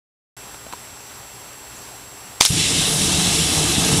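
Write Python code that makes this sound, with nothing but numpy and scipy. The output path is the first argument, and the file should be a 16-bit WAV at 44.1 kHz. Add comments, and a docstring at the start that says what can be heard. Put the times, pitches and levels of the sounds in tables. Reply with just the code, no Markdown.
"""First come a small camera's hiss and whine in a back yard, a few handling clicks and a far bird.
Then an aerosol can, heated over a small fire, splits with sharp ringing cracks and a short squeal.
Its gas hisses out as a turbulent jet, catches fire a tenth of a second after the first crack
and roars as a long, puffing flame in front of a wooden fence."""
import sys
import numpy as np
from scipy import signal
from scipy.fft import rfft, irfft, next_fast_len
from scipy.io import wavfile
from scipy.ndimage import uniform_filter1d, map_coordinates

SR = 44100
rng = np.random.default_rng(int(sys.argv[2]) if len(sys.argv) > 2 else 0)


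def unload_audio(sound):
    """Save the sound as a 16-bit wav file, at the path given as the first command line argument."""
    columns = np.transpose(np.atleast_2d(sound))
    # keep every value between -1 and 1, then stretch to whole-number steps
    steps = np.round(np.clip(columns, -1, 1) * 32767)
    wavfile.write(sys.argv[1], SR, steps.astype(np.int16))


N = 176400


# Each row: start in seconds, level in dB, hold in seconds, grit gain in dB.
CRACKS = [(2.4092, 0, 0.0028, -9.5), (2.4201, -6.5, 0.00056, -9), (2.431, -12, 0.00044, -7),
          (2.4518, -5, 0.00063, 2.5), (2.4611, -9.5, .00037, -3), (2.4638, -16, 0.00064, 0)]
# Each row: mode frequency in Hz, relative level in dB.
CAN_MODES = [(1000, -9.5), (2210, -7.5), (3430, -4), (4670, -4), (5900, -8), (7080, -8.5), (8280, -11)]
# Each row: frequency in Hz, relative density in dB.
GRIT_SPECTRUM = [(60, -26), (400, -24), (1200, 0.5), (1750, -12), (2400, 0), (3450, 6), (4150, -13),
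                 (5400, 2.5), (8500, -8), (11500, -8), (15000, -36)]
def can_cracks(t60_s=0.0025):
    """Impulse excitation: each tear sets the can's damped modes ringing, with a burst of noise."""
    grit = coloured(rng.standard_normal(N), GRIT_SPECTRUM)
    out = np.zeros(N)
    age = np.arange(SR // 20) / SR
    for start, db, hold, grit_db in CRACKS:
        span = slice(round(start * SR), round(start * SR) + len(age))
        ring = sum(amp(level) * np.sin(2 * np.pi * (hz * age + rng.random())) for hz, level in CAN_MODES)
        envelope = amp(db - 60 * np.maximum(age - hold, 0) / t60_s)
        out[span] += envelope * (ring + amp(grit_db) * grit[span])
    return out


def blast(peak_db=6.5, width_s=0.00029):
    """Blast wave: the first crack releases a pressure step that decays into a weak rarefaction."""
    u = np.maximum(clock() - CRACKS[0][0], 0) / width_s
    return amp(peak_db) * (u > 0) * (1 - 0.42 * u) * np.exp(-u)


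# Each row: time in seconds, level in dB.
SPURT_LEVELS = [(2.402, -40), (2.4055, -16), (2.414, -16.5), (2.43, -17), (2.448, -19), (2.466, -15.5),
                (2.476, -27), (2.52, -45)]
# Each row: frequency in Hz, relative density in dB.
SPURT_SPECTRUM = [(60, -45), (750, -24), (1130, -6.5), (2700, -3.5), (3500, 0), (4150, 0), (5400, 4),
                  (8200, 1.5), (10500, -5), (13000, -20), (15500, -28)]
# Each row: time in seconds, pitch in Hz, level in dB.
SQUEAL = [(2.4535, 10470, -22), (2.4555, 8400, -15), (2.4578, 6020, -20), (2.461, 5240, -11),
          (2.465, 5000, -30)]
def slit_flow():
    """Orifice flow: the first gas through the slit makes broadband noise and a falling whistle."""
    envelope = during(SPURT_LEVELS) * amp(curves(SPURT_LEVELS)[0])
    return envelope * coloured(rng.standard_normal(N), SPURT_SPECTRUM) + glide(SQUEAL, rough=.03)


# Each row: time in seconds, rush level in dB, fizz level in dB.
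JET_LEVELS = [(2.48, -32, -26.5), (2.53, -27, -23), (2.61, -20.5, -20.5), (2.7, -23.5, -20.5),
              (2.85, -22, -22), (2.95, -27.5, -21.5), (3.006, -23.5, -21.5), (3.05, -25.5, -21.5),
              (3.12, -22.5, -21), (3.5, -24, -21.5), (3.7, -25, -22), (3.768, -21.5, -23), (3.8, -26, -22),
              (3.85, -23, -21.5), (4, -25.5, -22)]
# Each row: time in seconds, gain of the fizz's top band in dB.
TREBLE_GAINS = [(2.48, 7), (2.55, -2.5), (2.65, -5), (2.8, -1), (2.92, 3), (3.1, -1), (3.7, 0.5), (4, 0.5)]
# Each row of both: frequency in Hz, relative density in dB.
RUSH_SPECTRUM = [(1100, -27), (1900, -10), (2170, -5), (2400, -8.5), (2730, 0), (2820, -4), (3110, 0.5),
                 (3200, -5), (3440, 1.5), (3570, -4), (3770, 2.5), (3900, -4), (4030, 2.5), (4200, -5),
                 (4650, -6), (5000, -7.5), (6500, -36), (11000, -100)]
FIZZ_SPECTRUM = [(2940, -26.5), (5000, -5), (5470, 0.5), (6330, -3.5), (7510, -0.5), (9120, -2.5),
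                 (10800, -6), (12800, -20), (15500, -32.5)]
def gas_jet(start_s=2.468, treble_hz=9400):
    """Jet noise: turbulent gas radiates a steady, slightly fluttering hiss, combed by nearby surfaces."""
    rush_db, fizz_db = curves(JET_LEVELS)
    flutter_db = 0.46 * wobble(45)
    rush = amp(rush_db + flutter_db) * scattered(coloured(turbulence(patchy_db=1.0), RUSH_SPECTRUM))
    fizz_gain = amp(fizz_db + flutter_db + 0.36 * wobble(160))
    fizz = fizz_gain * scattered(coloured(turbulence(patchy_db=1.0), FIZZ_SPECTRUM))
    top_band = filtered(fizz, lambda hz: 1 / (1 + (treble_hz / (hz + 1)) ** 20))
    top_gain = amp(curves(TREBLE_GAINS)[0])
    return ramp(start_s, .01) * (rush + fizz + (top_gain - 1) * top_band)


# Each row: time in seconds, rumble level in dB, roar level in dB.
FLAME_LEVELS = [(2.5, -25.5, -33.5), (2.6, -25, -35), (2.635, -33, -37.5), (2.7, -26, -32.5),
                (2.85, -26, -31.5), (2.95, -27, -32), (3.27, -23, -28.5), (3.44, -26, -31.5),
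                (3.62, -23.5, -28), (3.76, -24.5, -30.5), (3.787, -20.5, -28.5), (3.83, -24, -26.5),
                (4, -20.5, -27.5)]
# Each row of both: frequency in Hz, relative density in dB.
RUMBLE_SPECTRUM = [(20, -33), (42, -11), (56, -12), (72, -0.5), (92, -3), (113, -7), (138, -5.5),
                   (158, 1.5), (190, -2.5), (232, -11), (285, -6), (320, -9.5), (348, -6), (385, -18.5),
                   (420, -22), (800, -88)]
ROAR_SPECTRUM = [(240, -24), (400, -7.5), (441, 0.5), (510, -7), (570, -6), (680, -8.5), (740, -5.5),
                 (915, -6.5), (996, -11.5), (1200, -8.5), (1470, -15), (1600, -11), (1900, -17),
                 (2470, -33), (4180, -120)]
# Each row: centre in seconds, peak in dB, width in seconds.
BIG_PUFFS = [(2.505, -13, 0.0022), (3.118, -22.5, 0.0015), (3.653, -16, 0.002), (3.784, -10.5, 0.0013),
             (3.866, -14, .001), (3.931, -11, 0.0019)]
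# One row: level in dB, pitch in Hz, 60 dB decay time in seconds.
IGNITION_BOOM = (-27.5, 120, 0.76)
def flame(ignition_s=2.496):
    """Combustion noise: the cloud lights with a boom, then pockets of gas burn in a dense run of puffs."""
    rumble_db, roar_db = curves(FLAME_LEVELS)
    rumble = coloured(0.71 * turbulence(patchy_db=1.5) - pops(per_s=500, spread_db=1.2), RUMBLE_SPECTRUM)
    burning = turbulence(patchy_db=1.15) - 0.54 * pops(per_s=400, spread_db=4.5)
    roar = scattered(coloured(burning, ROAR_SPECTRUM))
    age = np.maximum(clock() - ignition_s, 0)
    boom_db, boom_hz, boom_t60 = IGNITION_BOOM
    boom_phase = 2 * np.pi * boom_hz * age + .5 * wobble(40)
    boom = amp(boom_db - 60 * age / boom_t60) * np.sqrt(2) * np.sin(boom_phase)
    out = boom + amp(rumble_db) * rumble + amp(roar_db + 0.65 * wobble(40)) * roar
    out *= ramp(ignition_s, 0.012)
    for centre, db, width in BIG_PUFFS:
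        u = (clock() - centre) / width
        out += amp(db) * (u * u - 1) * np.exp(-u * u / 2)
    return out


def fence_echo(x, delay_s=.00644, share=0.11):
    """Interference: one delayed reflection off the fence adds to the direct sound."""
    return filtered(x, lambda hz: 1 + share * np.exp(-2j * np.pi * hz * delay_s))


def scattered(x, level_db=-13, t60_s=0.078):
    """Comb filtering: close reflections from basket, board and ground ripple the spectrum; rms 1."""
    t = np.arange(SR // 25) / SR
    echoes = rng.standard_normal(len(t)) * amp(-60 * t / t60_s) * (np.arange(len(t)) > SR // 400)
    return unit(x + amp(level_db) * signal.fftconvolve(x, echoes / np.linalg.norm(echoes))[:N])


# Each row: frequency in Hz, 60 dB decay time in seconds.
YARD_DECAY = [(100, .15), (2000, .16), (12000, .08)]
def yard_reverb(x, level_db=-25):
    """Reverberation: reflections from fences and house die away exponentially, the treble soonest."""
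    hz, t, bands = signal.stft(rng.standard_normal(SR // 3), SR, nperseg=256)
    decay = amp(-60 * t / along(YARD_DECAY, hz)[:, None])
    tail = signal.istft(bands * decay, SR, nperseg=256)[1]
    return amp(level_db) * signal.fftconvolve(x, tail / np.linalg.norm(tail))[:N]


# Each row: start in seconds, level in dB, ring in Hz, its 60 dB decay time in seconds, tick gain in dB.
CASE_CLICKS = [(.544, -38, 3800, 0.023, 4.5), (.666, -29.5, 616, .022, -8),
               (0.7254, -26, 1300, 0.015, -0.5), (0.735, -21, 972, 0.031, -11),
               (1.006, -36, 6500, .008, -2)]
# Each row: frequency in Hz, relative density in dB.
TICK_SPECTRUM = [(100, -7), (500, 3), (1750, -1), (2050, -6), (2500, 3), (3300, -6.5), (4200, -5),
                 (5200, -14), (7300, -6), (15000, -23)]
def handling_clicks(tick_t60_s=0.032):
    """Damped resonance: each touch gives a noisy tick and rings one mode of the camera's plastic case."""
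    out = np.zeros(N)
    grit = coloured(rng.standard_normal(N), TICK_SPECTRUM)
    for start, db, hz, t60, tick_db in CASE_CLICKS:
        age = np.maximum(clock() - start, 0)
        ring = np.sin(2 * np.pi * hz * age) * amp(-60 * age / t60)
        tick = amp(tick_db - 60 * age / tick_t60_s) * grit
        out += amp(db) * (age > 0) * (ring + tick)
    return out


# Each row: time in seconds, pitch in Hz, level in dB.
BIRD_CHIRP = [(1.758, 5600, -70), (1.765, 6400, -44), (1.775, 7440, -44), (1.8, 7000, -56)]
def far_bird():
    """Frequency sweep: one faint whistle rises quickly and sags."""
    return glide(BIRD_CHIRP, rough=0.033)


# Each row: frequency in Hz, rms level in dB.
HUM_TONES = [(120, -56), (294, -62), (404, -58.5), (2660, -62), (2717, -62), (4440, -61.5)]
# Each row: carrier in Hz, rms level in dB, rms phase swing in radians.
WHINE_TONES = [(7565, -47.5, .52), (7900, -55, .4), (7950, -58.5, .6), (15120, -62.5, .9)]
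def camera_whine(frame_hz=30):
    """Phase modulation: high electrical tones buzz at the frame rate above a steady hum."""
    t = clock()
    hum = sum(amp(db) * np.sin(2 * np.pi * hz * t + 0.39 * wobble(2.9)) for hz, db in HUM_TONES)
    buzz = unit(sum(np.cos(2 * np.pi * (k * frame_hz * t + rng.random())) / k for k in range(1, 7)))
    whine = sum(amp(db) * np.sin(2 * np.pi * hz * t + swing * buzz + .1 * wobble(20))
                for hz, db, swing in WHINE_TONES)
    return np.sqrt(2) * (hum + whine)


# Each row: frequency in Hz, relative density in dB.
AIR_SPECTRUM = [(20, -23), (55, -1.5), (110, -3), (160, -6), (300, -7.5), (550, -7), (850, -4), (1700, -9),
                (3200, -12), (5000, -13.5), (5800, -7.5), (6500, -14.5), (7200, -15.5), (8250, -10),
                (8800, -15.5), (9500, -18.5), (10200, -11.5), (11200, -14), (12000, -13), (13800, -22.5),
                (15500, -29)]
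def air_and_hiss(level_db=-40.5):
    """Noise floor: yard air and microphone hiss form a nearly steady broadband bed."""
    return amp(level_db + 0.44 * wobble(6.16)) * coloured(turbulence(patchy_db=0.65), AIR_SPECTRUM)


def amp(db):
    """Decibels to gain."""
    return 10 ** (np.asarray(db) / 20)


def unit(x):
    """Normalisation to rms 1."""
    return x / np.sqrt(np.mean(x ** 2) + 1e-20)


def clock():
    """Sample times in seconds."""
    return np.arange(N) / SR


def along(points, hz):
    """Interpolation of (Hz, value) points on a log frequency axis."""
    knots_hz, values = np.transpose(points)
    return np.interp(np.log(hz + 1), np.log(knots_hz + 1), values)


def curves(rows):
    """Linear interpolation over time of each column after the first."""
    times, *columns = np.transpose(rows)
    return [np.interp(clock(), times, column) for column in columns]


def ramp(start_s, rise_s):
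    """Linear onset from silence to full level."""
    return np.clip((clock() - start_s) / rise_s, 0, 1)


def during(rows):
    """Rectangular window from the first row's time to the last."""
    return (clock() >= rows[0][0]) & (clock() <= rows[-1][0])


def wobble(rate):
    """A smooth random curve, rate knots a second."""
    return map_coordinates(rng.standard_normal(int(N * rate / SR) + 4), [clock() * rate])


def filtered(x, response):
    """Linear filtering: the spectrum of x times a frequency response."""
    size = next_fast_len(N + SR // 2)
    return irfft(rfft(x, size) * response(np.fft.rfftfreq(size, 1 / SR)), size)[:N]


def coloured(x, spectrum):
    """Spectral shaping of x, at rms 1."""
    return unit(filtered(x, lambda hz: amp(along(spectrum, hz))))


def turbulence(patchy_db):
    """Random modulation: white noise whose gain varies in patches of time and frequency."""
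    bands = signal.stft(rng.standard_normal(N), nperseg=512)[2]
    patches = uniform_filter1d(rng.standard_normal(bands.shape), size=4, axis=0)
    patches = uniform_filter1d(patches, size=12, axis=1)
    return signal.istft(bands * amp(patchy_db * unit(patches)), nperseg=512)[1][:N]


def pops(per_s, spread_db):
    """Shot noise: random one-sided impulses of uneven size."""
    hits = rng.random(N) < per_s / SR
    return unit(hits * amp(spread_db * np.clip(rng.standard_normal(N), -2, 2)))


def glide(rows, rough):
    """Frequency modulation: a whistle along (s, Hz, dB) rows, with relative pitch jitter rough."""
    hz, db = curves(rows)
    phase = 2 * np.pi * np.cumsum(hz * (1 + rough * wobble(1500))) / SR
    return during(rows) * amp(db) * np.sqrt(2) * np.sin(phase)


def scene():
    """Superposition: all sources add at one microphone."""
    burst = can_cracks() + slit_flow() + blast()
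    background = air_and_hiss() + camera_whine() + handling_clicks() + far_bird()
    mono = background + burst + yard_reverb(burst) + gas_jet() + fence_echo(flame())
    return np.array([mono, mono])


def record(dry):
    """Saturation and band limiting: the camera starts, overloads on the cracks and cuts the top treble."""
    start_s, top_hz = 0.3664, 15700
    clipped = np.clip(dry * ramp(start_s, 0.00093), -1, 1)
    return np.array([filtered(x, lambda hz: np.clip((top_hz - hz) / 200 + .5, 0, 1)) for x in clipped])


dry = scene()
out = record(dry)
unload_audio(out)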